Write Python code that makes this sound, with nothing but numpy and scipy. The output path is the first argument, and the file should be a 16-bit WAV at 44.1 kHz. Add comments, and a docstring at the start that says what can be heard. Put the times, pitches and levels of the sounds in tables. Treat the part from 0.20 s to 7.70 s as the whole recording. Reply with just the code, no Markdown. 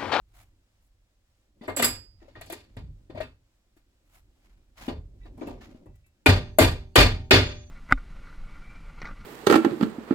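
"""A small workshop, close to the bench: a steel bar is laid down, wooden trim knocks and slides on an old box,
then a hammer strikes four times. Knocks are noise dying band by band plus damped panel modes and notes; steel
and the swaying bench are damped modes; sliding, shuffling and hush are coloured noise. Left and right are alike
in the bass; higher up their likeness varies and their phases differ."""
import sys
import numpy as np
from scipy.fft import rfft, irfft, next_fast_len
from scipy.io import wavfile
from scipy.ndimage import uniform_filter1d, minimum_filter1d, map_coordinates

SR = 44100
rng = np.random.default_rng(int(sys.argv[2]) if len(sys.argv) > 2 else 0)


def generate_wav(signal):
    """Clip the signal to [-1, 1] and save it as 16-bit WAV at the path in sys.argv[1]."""
    frames = np.transpose(np.atleast_2d(signal))
    scaled = np.clip(frames, -1, 1) * 32767
    pcm = np.round(scaled).astype(np.int16)
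    wavfile.write(sys.argv[1], SR, pcm)


N = 330750

# panels of the box: (frequency [Hz], relative level [dB], base 60 dB decay [s])
PANEL_MODES = [(241.4, -1, 0.25), (302, -5, 0.19), (333, 1, 0.16), (385, -2.5, .28), (425, -8.5, 0.33),
               (466, -7.5, 0.1264), (594, -6.5, 0.31), (629.6, 1.5, 0.14), (771, -8.5, 0.24),
               (893, -10.5, 0.22), (1010, -10, .15)]
# noise bands of a knock: (centre [Hz], relative level [dB], base 60 dB decay [s], base rise [s]);
# each knock scales the decay and rise
KNOCK_BANDS = [(40, -7.5, 1, 0.035), (80, -0.5, 0.92, .025), (152, -4.5, 0.38, .015),
               (300, -2, 0.36, 0.0074), (674.3, -4, 0.35, 0.0035), (1280, -7, 0.36, 0.0017),
               (2510, 1, 0.38, 0.0033), (4860, -4, 0.37, 0.006), (7407, -4, .32, .001),
               (11460, -1.5, 0.269, 0.00039), (16180, -14, .2, .001)]
# hammer blows: (time [s], crack [dB], bite re crack [dB], snap re crack [dB], body re crack [dB],
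#   low note [Hz], low note re body [dB], high note [Hz], share of the base decay [1],
#   rebound level [dB], bench jolt level [dB], sway that answers most [Hz], head ring level [dB])
HAMMER_BLOWS = [(6.0602, -9, -8, -17.5, -2.5, 301, -3, 2403, .76, -18, -6, 108, -2.5),
                (6.3855, -12, -5, -3.5, 4, 621, 7, 2138, .8, -18, -8, 108, -6.5),
                (6.757, -5, -3.5, -12, -.5, 582, 3, 3136, .81, -17, -5, 54.5, 1),
                (7.1087, -7.5, -2, -20, -4, 393.3, 1, 2421, .96, -15, -7, 105, 12)]


def amp(db):
    """Decibels to amplitude."""
    return np.exp(np.asarray(db) * np.log(10) / 20)


def unit(x):
    """Scale each signal to rms 1."""
    return x / np.sqrt(np.mean(x ** 2, axis=-1, keepdims=True) + 1e-20)


def along(points, hz):
    """Read (Hz, value) points on a log frequency axis."""
    f, value = np.transpose(points)
    return np.interp(np.log(hz + 1), np.log(f + 1), value)


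def curves(rows):
    """One value per sample for each column after the time."""
    s, *columns = np.transpose(rows)
    return [np.interp(np.arange(N) / SR, s, column) for column in columns]


def wobble(rate):
    """A smooth random curve, rate knots a second."""
    knots = rng.standard_normal(int(N * rate / SR) + 4)
    return map_coordinates(knots, [np.arange(N) * rate / SR])


def filtered(x, response):
    """x through a complex response of frequency."""
    n = x.shape[-1]
    m = next_fast_len(n + 4096)
    return irfft(rfft(x, m) * response(np.fft.rfftfreq(m, 1 / SR)), m)[..., :n]


def noise(spectrum):
    """Two unrelated coloured noises of rms 1."""
    white = rng.standard_normal((2, N))
    return unit(filtered(white, lambda hz: amp(along(spectrum, hz))))


def ring(modes, t, scatter_db, spread=1):
    """Damped modes at new strengths, starting over a cycle, on two paths; phases span a share of a turn."""
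    hz, db, t60 = np.transpose(modes)[:, :, None]
    strength_db = db + scatter_db * rng.standard_normal(db.shape)
    size = amp(strength_db - 60 * t / t60) * (1 - np.exp(-6 * t * hz))
    phase = spread * rng.uniform(0, 2 * np.pi, (2, len(modes), 1))
    return (size * np.sin(2 * np.pi * hz * t + phase)).sum(1)


def favour(modes, hz, db_per_octave):
    """The modes, weaker the further they lie from hz."""
    return [(f, db - db_per_octave * abs(np.log2(f / hz)), t60) for f, db, t60 in modes]


def add(out, s, sound):
    """Mix a sound in at s seconds."""
    at = round(s * SR)
    out[:, at:at + sound.shape[1]] += sound


def room_tone():
    """Low rumble and woody shuffling through the bench over a faint hush, each an unsteady noise."""
    # the bench under the hands: (time [s], rumble level [dB], wood level [dB]), before the flutter
    shuffle = [(0, -60, -82), (.2, -59, -75), (.6, -68, -81), (1.2, -67.5, -81), (1.46, -64, -70),
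               (1.6, -51, -50), (1.8, -51, -64), (1.9, -59, -80), (2.2, -55, -67), (2.4, -61, -70),
               (2.7, -53.5, -64), (2.95, -59, -74), (3.15, -70, -81), (3.72, -70, -79), (4.03, -61, -76),
               (4.2, -65, -74), (4.58, -63, -74), (4.63, -52, -59), (4.85, -55, -65), (5.04, -51, -64),
               (5.25, -51.5, -46), (5.4, -54.5, -54), (5.7, -58, -62), (5.82, -73, -82), (6.05, -72, -70)]
    # spectra: (frequency [Hz], relative density [dB])
    rumble_spectrum = [(8.8, -36), (15, -10), (44, -1.5), (70, -11.5), (108, -11.5), (161, -32.5),
                       (200, -27.5), (260, -52.5), (440, -120)]
    # (frequency [Hz], relative density [dB])
    wood_spectrum = [(88, -33.5), (150, -3), (195, 0), (314, 0.5), (398, -4), (463, -15), (560, -7),
                     (626, -16.5), (1000, -25.5), (1300, -50.5), (2200, -120)]
    # (frequency [Hz], relative density [dB])
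    hush_spectrum = [(290, -44), (500, -0.5), (1000, -8), (3000, -9), (8300, -13.5), (12000, -18.5),
                     (16500, -23.5)]
    rumble_db, wood_db = curves(shuffle)
    rumble = amp(rumble_db + 2.4 * wobble(9.5)) * noise(rumble_spectrum)
    wood = amp(wood_db + 2.5 * wobble(27)) * noise(wood_spectrum)
    hush = amp(-77.5 + 1.2 * wobble(12)) * noise(hush_spectrum)
    return rumble + wood + hush


def handling():
    """Sliding wood and skin catch unevenly; each stroke swells 20 dB to full contact, holds and trails off."""
    # strokes of hands and trim: (full contact [s], rise over 20 dB [s], hold [s], fall over 20 dB [s],
    #   level [dB], treble re rub [dB])
    strokes = [(.17, .07, .04, .07, -61, -3.5), (.63, .03, .04, .06, -87, 8.5),
               (2.0, .03, 0.058, 0.84, -69, -18), (3.572, .02, .001, 0.06, -71, .1),
               (3.95, 0.095, .015, .08, -64.5, -2.5), (4.27, .2, .001, .3, -70, -10),
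               (4.58, .015, .09, .06, -50, -10), (5.04, 0.082, .02, .1, -70, -16),
               (5.21, .05, .1, .12, -58, -26), (5.275, .008, .001, .04, -66, 8),
               (5.412, .008, .001, .2, -55, -14.5), (5.757, .004, .001, .03, -74, 6),
               (5.864, .004, .001, .03, -74, 6)]
    # the rub: (frequency [Hz], relative density [dB])
    grain_spectrum = [(350, -30), (600, -7), (760, -3), (842, -7), (1440, -7), (1860, -10.5), (2100, -7.5),
                      (7000, -19.5), (9100, -49.5), (15400, -120)]
    # the treble: (frequency [Hz], relative density [dB])
    fizz_spectrum = [(4000, -38.5), (6500, -1.5), (11000, 1), (15000, -3.5), (16500, -10)]
    t = np.arange(N) / SR
    rub, fizz = np.zeros((2, N))
    for s, rise, hold, fall, db, treble_db in strokes:
        away = np.maximum((s - t) / rise, (t - s - hold) / fall)
        stroke = amp(db - 20 * np.clip(away, 0, None))
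        rub = rub + stroke
        fizz = fizz + amp(treble_db) * stroke
    catch = unit(amp(2.0 * wobble(60) + 2.3 * wobble(270)))
    return catch * (rub * noise(grain_spectrum) + fizz * noise(fizz_spectrum))


def bench():
    """Each landing pushes all sways of the bench nearly in phase, the nearest most, over a dull boom."""
    # sways of the bench: (frequency [Hz], relative level [dB], 60 dB decay [s])
    sways = [(51, 0.5, 0.15), (60.3, -7.5, 0.26), (76, -1.5, 0.21), (94.7, 2, 0.25), (116.3, -6.5, 0.26),
             (163.6, -9.5, 0.27)]
    # the box lands: (time [s], relative level [dB], sway that answers most [Hz], boom re level [dB])
    thuds = [(1.479, -40, 99.6, -9), (1.628, -33.5, 75.4, -9), (2.173, -39, 102.6, -9),
             (2.568, -32, 90, -1), (2.63, -34, 83.4, -8), (2.9, -38, 108.6, -5), (2.944, -32, 117.6, -18),
             (3.006, -35, 105.4, -18), (4.69, -33, 64.4, -1), (4.743, -33, 88, -12), (5.075, -41, 60, -9),
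             (5.215, -42, 159.3, -8), (5.275, -42, 80, 2), (5.666, -43, 110.9, -1), (6.805, -10.5, 48, -16)]
    # (frequency [Hz], relative density [dB])
    boom_spectrum = [(16, -25), (33, 1), (80, -1), (150, -10), (260, -30), (500, -120)]
    jolt_s, jolt_boom_db = .024, -11  # delay after a hammer blow; boom re the jolt
    landing_s, boom_rise_s, boom_t60 = .005, .022, .55
    out, boom = np.zeros((2, N + SR)), np.zeros((1, N + SR))
    t = np.arange(SR // 2) / SR
    jolts = [(blow[0] + jolt_s, *blow[-3:-1], jolt_boom_db) for blow in HAMMER_BLOWS]
    for s, db, hz, boom_db in thuds + jolts:
        push = amp(db - 4) * (1 - np.exp(-t / landing_s))
        sway = ring(favour(sways, hz, db_per_octave=7), t, scatter_db=3, spread=.045)
        add(out, s, push * sway)
        boom_fade = amp([db + boom_db - 60 * t / boom_t60])
        add(boom, s, boom_fade * (1 - np.exp(-t / boom_rise_s)) ** 2)
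    return out[:, :N] + boom[:, :N] * noise(boom_spectrum)


def steel():
    """Contacts ring the bar's damped modes; the hammer head sings after its blows; the bar lying on the bench
    jingles when jostled."""
    # contacts of the bar: (time [s], relative level [dB], modes under 6 kHz re the higher ones [dB])
    clinks = [(1.4755, -44, -14), (1.5643, -14.5, -9), (1.6227, -13, -5.5), (1.6444, -11, 1),
              (1.6644, -16.5, 2)]
    # the bar: (frequency [Hz], relative level [dB], 60 dB decay [s])
    bar_modes = [(2627, -24, .22), (4748, -24, .3), (4875, -11, .47), (5435, -26, .28), (6300, -20, .15),
                 (7270, -20, .2), (7685, 0, .25), (9010, -18, .1), (9320, -12, .09), (10280, -14, .15),
                 (10750, -10, .16), (11280, -12, .2), (12545, -14, .08), (15320, -14, .12)]
    # the hammer head: (frequency [Hz], relative level [dB], 60 dB decay [s])
    head_modes = [(6300, -61, 0.77), (6291, -60.5, 1.3), (3440, -36, 0.37), (3490, -37.5, 0.44),
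                  (4840, -44.5, 0.42), (5000, -38.5, .3)]
    # the bar lying on the bench is jostled: (time [s], level [dB], mode that answers most [Hz])
    jingles = [(2.0, -66, 1860), (2.045, -65, 3770), (2.965, -52, 2600), (3.03, -51, 2600),
               (5.011, -59.5, 1844), (5.028, -55.5, 3780), (5.664, -68, 2620), (5.74, -68, 2630),
               (5.839, -62.5, 2350)]
    # the bar as it lies on the bench: (frequency [Hz], relative level [dB], 60 dB decay [s])
    lying_bar_modes = [(1963, -0.5, 0.2), (1906, -12.5, 0.14), (2330, -2, 0.14), (2640, -5, 0.3),
                       (2640, -12, 0.23), (3440, -24, 0.086), (3550, -11, 0.079), (3840, -7, 0.23)]
    out, t = np.zeros((2, N + SR)), np.arange(SR // 2) / SR
    for s, db, low_db in clinks:
        modes = [(hz, level + low_db * (hz < 6000), t60) for hz, level, t60 in bar_modes]
        add(out, s, amp(db - 10.5) * ring(modes, t, scatter_db=1.5))
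    for s, *_, head_db in HAMMER_BLOWS:
        add(out, s, amp(head_db) * ring(head_modes, t, scatter_db=2))
    t = t[:SR // 5]
    for s, db, hz in jingles:
        jingle = ring(favour(lying_bar_modes, hz, db_per_octave=14), t, scatter_db=2)
        add(out, s, amp(db) * (1 - np.exp(-t / .006)) * jingle)
    return out[:, :N]


def linger():
    """After each hammer blow the panels ring on faintly, with five times their base decay."""
    out, t = np.zeros((2, N + SR)), np.arange(SR // 2) / SR
    after = [(hz, db, 5 * t60) for hz, db, t60 in PANEL_MODES]
    for s, db, *_ in HAMMER_BLOWS:
        add(out, s, amp(db - 35) * np.cos(np.pi * t) * ring(after, t, scatter_db=4))
    return out[:, :N]


def contacts():
    """All knocks, with each hammer blow and its rebound, as the trim slaps back."""
    # trim and bar on wood: (time [s], crack [dB], bite re crack [dB], snap re crack [dB],
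    #   body re crack [dB], low note [Hz], low note re body [dB], high note [Hz], share of the base decay [1])
    wood_knocks = [(1.4114, -54.5, -4, -21, 9, 230, 11, 1940, 1),
                   (1.4338, -52, -2.5, -17, 5.5, 655, 5, 1840, 1),
                   (1.4795, -28.5, -25, -25, 0.1, 360, 2.5, 2140, 0.79),
                   (1.566, -32, .5, -.5, -0.5, 576, 1.5, 4750, 1),
                   (1.5948, -24, -9, -9.5, .5, 694, 4, 2910, 0.88),
                   (1.6236, -18.5, -4, -6, -11.5, 366, 1, 2020, 0.6),
                   (1.6444, -24, -12, 3.5, -7.5, 563, .1, 4900, 0.81),
                   (2.0175, -61.5, -17, -34, 10.5, 369, -2, 1820, 0.81),
                   (2.0809, -63, -2.5, -16, 5.5, 560, 15, 2126, 0.97),
                   (2.154, -44, -13, -33, -1, 350, -4, 1920, 0.72),
                   (2.211, -41, -5.5, -8.5, -8.5, 672, 7, 1920, 0.53),
                   (2.2593, -65, 15, 7.5, 13, 221, -5, 3220, 1),
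                   (2.2993, -42, 1, -3, .1, 670, 7.5, 4040, 0.94),
                   (2.3233, -38, -6.5, .5, -0.5, 360, 6.5, 1890, 0.34),
                   (2.5665, -48, -5, -17, 5.5, 259, 6.5, 1870, 0.71),
                   (2.8976, -53, -7, -26, 8, 330, 12, 1815, .72),
                   (2.9487, -53, -3.5, -19, 15.5, 604, 3, 1965, 0.98),
                   (2.9741, -44, -8, -25, .5, 621, 14, 2190, 0.69),
                   (3.0031, -35.5, -10.5, -21, -1.5, 619, 13, 1780, 0.6),
                   (3.0301, -40, -23, -22, -15, 299, 2.5, 2620, 0.63),
                   (3.5656, -66, -6.5, -11, -3.5, 319, 15, 1830, 0.69),
                   (4.6804, -36, -7, -20, 10, 256, 6.5, 2940, 0.65),
                   (5.0534, -56, -11, -23, 8, 322, 4, 1840, .55),
                   (5.1763, -64, -13, .1, 21, 233, -9, 2300, 1),
                   (5.213, -44.5, -27, -26, 10.5, 320, 8.5, 2280, 0.75),
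                   (5.2716, -46.5, -13, -15, 14, 309, 3.5, 2656, 1),
                   (5.4096, -54.5, -12, -25, -12, 242, 17, 1810, 0.94),
                   (5.5459, -65, -5, -19, 10.5, 251, 18, 2820, 0.29),
                   (5.6582, -62, -18, -8, 16.5, 310, 7, 1917, .5),
                   (6.8038, -16, -4, -18, -2.5, 282, -.5, 2210, 0.79)]
    rebound_s = .0285
    rebound = (-5, -17, .1, 380, .1, 2398.5, .82)  # the same columns from bite on
    blows = [blow[:-4] for blow in HAMMER_BLOWS]
    rebounds = [(blow[0] + rebound_s, blow[-4], *rebound) for blow in HAMMER_BLOWS]
    return wood_knocks + blows + rebounds


def knock_noise():
    """Noise through the box's high resonances and dense small random modes, in overlapping bands of rms 1."""
    # high resonances of the box: (frequency [Hz], width [Hz], level before a rising treble tilt [dB])
    resonances = [(1640, 750, -1), (2390, 45, -6.5), (2800, 51.5, -7.5), (2780, 140, -7.5), (3540, 33, -4),
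                  (4492, 54, -14.5), (4670, 950, 2.5), (5820, 27, -26), (6530, 97, -24.5), (7400, 92, -18),
                  (7626, 37, -15.5), (7500, 64, -17), (8110, 210, -12.5), (8700, 450, -16)]
    centres = np.transpose(KNOCK_BANDS)[0]
    index = np.arange(len(centres))

    def split(f):
        place = np.interp(np.log(f + 1), np.log(centres), index)
        return np.clip(1 - abs(place - index[:, None]), 0, 1) * (f > 18)

    def peaks(f):
        return 1 + 1.7 * sum(amp(db + f / 450) * width / np.hypot(width, 2 * (f - hz))
                             for hz, width, db in resonances)

    def dense(f):
        ripple = uniform_filter1d(rng.standard_normal(len(f)), size=100)
        return amp(3.5 * unit(ripple))

    white = rng.standard_normal((2, 2 * SR))
    coloured = filtered(white, lambda f: peaks(f) * dense(f))
    return unit(filtered(coloured[:, None], split))


def knocks():
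    """Each knock: rattling noise dying band by band, panel modes and the loose piece's two notes."""
    out, bank = np.zeros((2, N + SR)), knock_noise()
    hz, band_db, t60, rise = np.transpose(KNOCK_BANDS)[:, :, None]
    crack = 3 * (hz > 2000) * amp(-60 * np.arange(SR) / SR / 0.004)  # the first hard touch, treble only
    rattle = amp(1.5 * wobble(90))  # loose trim chatters on after the blow
    for s, db, bite_db, snap_db, panel_db, low_hz, low_db, high_hz, lasts in contacts():
        boom_db = panel_db - 11
        soft = .8 - .006 * db  # lighter contacts rise slower
        t = np.arange(round(.42 * SR * min(lasts, 1.3))) / SR
        colour = [(120, boom_db), (250, panel_db), (700, panel_db), (1300, 0), (2000, 0),
                  (3000, bite_db), (5500, bite_db), (8000, snap_db)]
        swell = (1 - np.exp(-t / (soft * rise))) ** 2
        room_tail = amp(-60 * t / (lasts * t60))
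        direct = 1.2 * amp(-60 * t / (0.12 * t60))
        late_tail = amp(-33.5 - 60 * t / (1.7 * t60)) * np.cos(np.pi / 2 * t / t[-1])
        fade = room_tail + direct + late_tail
        shape = amp(along(colour, hz) + band_db - 5.5) * swell * (fade + crack[:, :len(t)])
        at = rng.integers(SR)  # a fresh stretch of noise and rattle
        body = np.einsum('bt,cbt->ct', shape, bank[..., at:at + len(t)])
        panels = amp(-10.5) * (1 - np.exp(-t / (0.0025 * soft))) * ring(PANEL_MODES, t, scatter_db=5)
        low = ring([(low_hz, low_db, .06)], t, scatter_db=2.0, spread=0.13)
        low = (1 - np.exp(-t / 0.0014)) * low
        cluster = high_hz * (1 + 0.021 * rng.standard_normal(4))  # close modes beat into a rough note
        high = ring([(f, -12, 0.19 * lasts) for f in cluster], t, scatter_db=4.5)
        wooden = amp(panel_db) * (panels + low)
        add(out, s, amp(db) * (body * rattle[at:at + len(t)] + high + wooden))
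    return out[:, :N]


def stereo(paths):
    """Left and right share the first path and split on the second, their phase difference stepping by
    half turns in the treble."""
    # (frequency [Hz], left-right likeness before the phase difference [1])
    alike = [(60, 0.9956), (250, 0.9097), (600, 0.42), (1500, 0.53), (4000, 0.15), (6500, 0.15),
             (7800, 0.34), (9300, 0.905), (16000, 0.97)]
    # (frequency [Hz], left phase minus right phase [half turns])
    phase_points = [(0, 0), (350, 0), (900, -.3), (1800, -.5), (2800, -1), (4500, -1), (6000, 1),
                    (7000, 2.3), (7900, 2), (9300, 1.03), (10050, .97), (11300, 0), (11800, 0),
                    (13000, -.97), (14000, -1.03), (15000, -2), (17000, -2)]
    # (frequency [Hz], left minus right [dB])
    lean = [(60, -1.5), (180, -0.5), (550, 1.5), (1650, 1.5), (4970, -1.5), (15000, 0.5)]

    def share(hz):
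        angle = np.arccos(np.clip(along(alike, hz), -1, 1)) / 2
        return np.array([np.cos(angle), np.sin(angle)])

    def left_right(hz):
        half_turns = np.interp(hz, *np.transpose(phase_points))
        half = amp(along(lean, hz) / 2) * np.exp(.5j * np.pi * half_turns)  # each side takes half of both
        return np.array([half, 1 / half])

    mid, side = filtered(paths, share)
    return filtered(np.array([mid + side, mid - side]), left_right)


def scene():
    """All layers, from the room to the knocks, as left and right."""
    return stereo(room_tone() + handling() + bench() + steel() + linger() + knocks())


def record(dry):
    """A limiter holds loud blows down for a moment, peaks round off, and nothing passes above 16750 Hz."""
    need = np.minimum(1, 1.05 / (abs(dry).max(0) + 1e-9))
    held = minimum_filter1d(need, size=661, origin=220)  # looks ahead 2.5 ms, holds 12.5 ms
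    limited = dry * uniform_filter1d(held, size=221)
    soft = limited / (1 + abs(limited) ** 6) ** (1 / 6)
    return filtered(soft, lambda hz: hz < 16750)


dry = scene()
out = record(dry)
generate_wav(out)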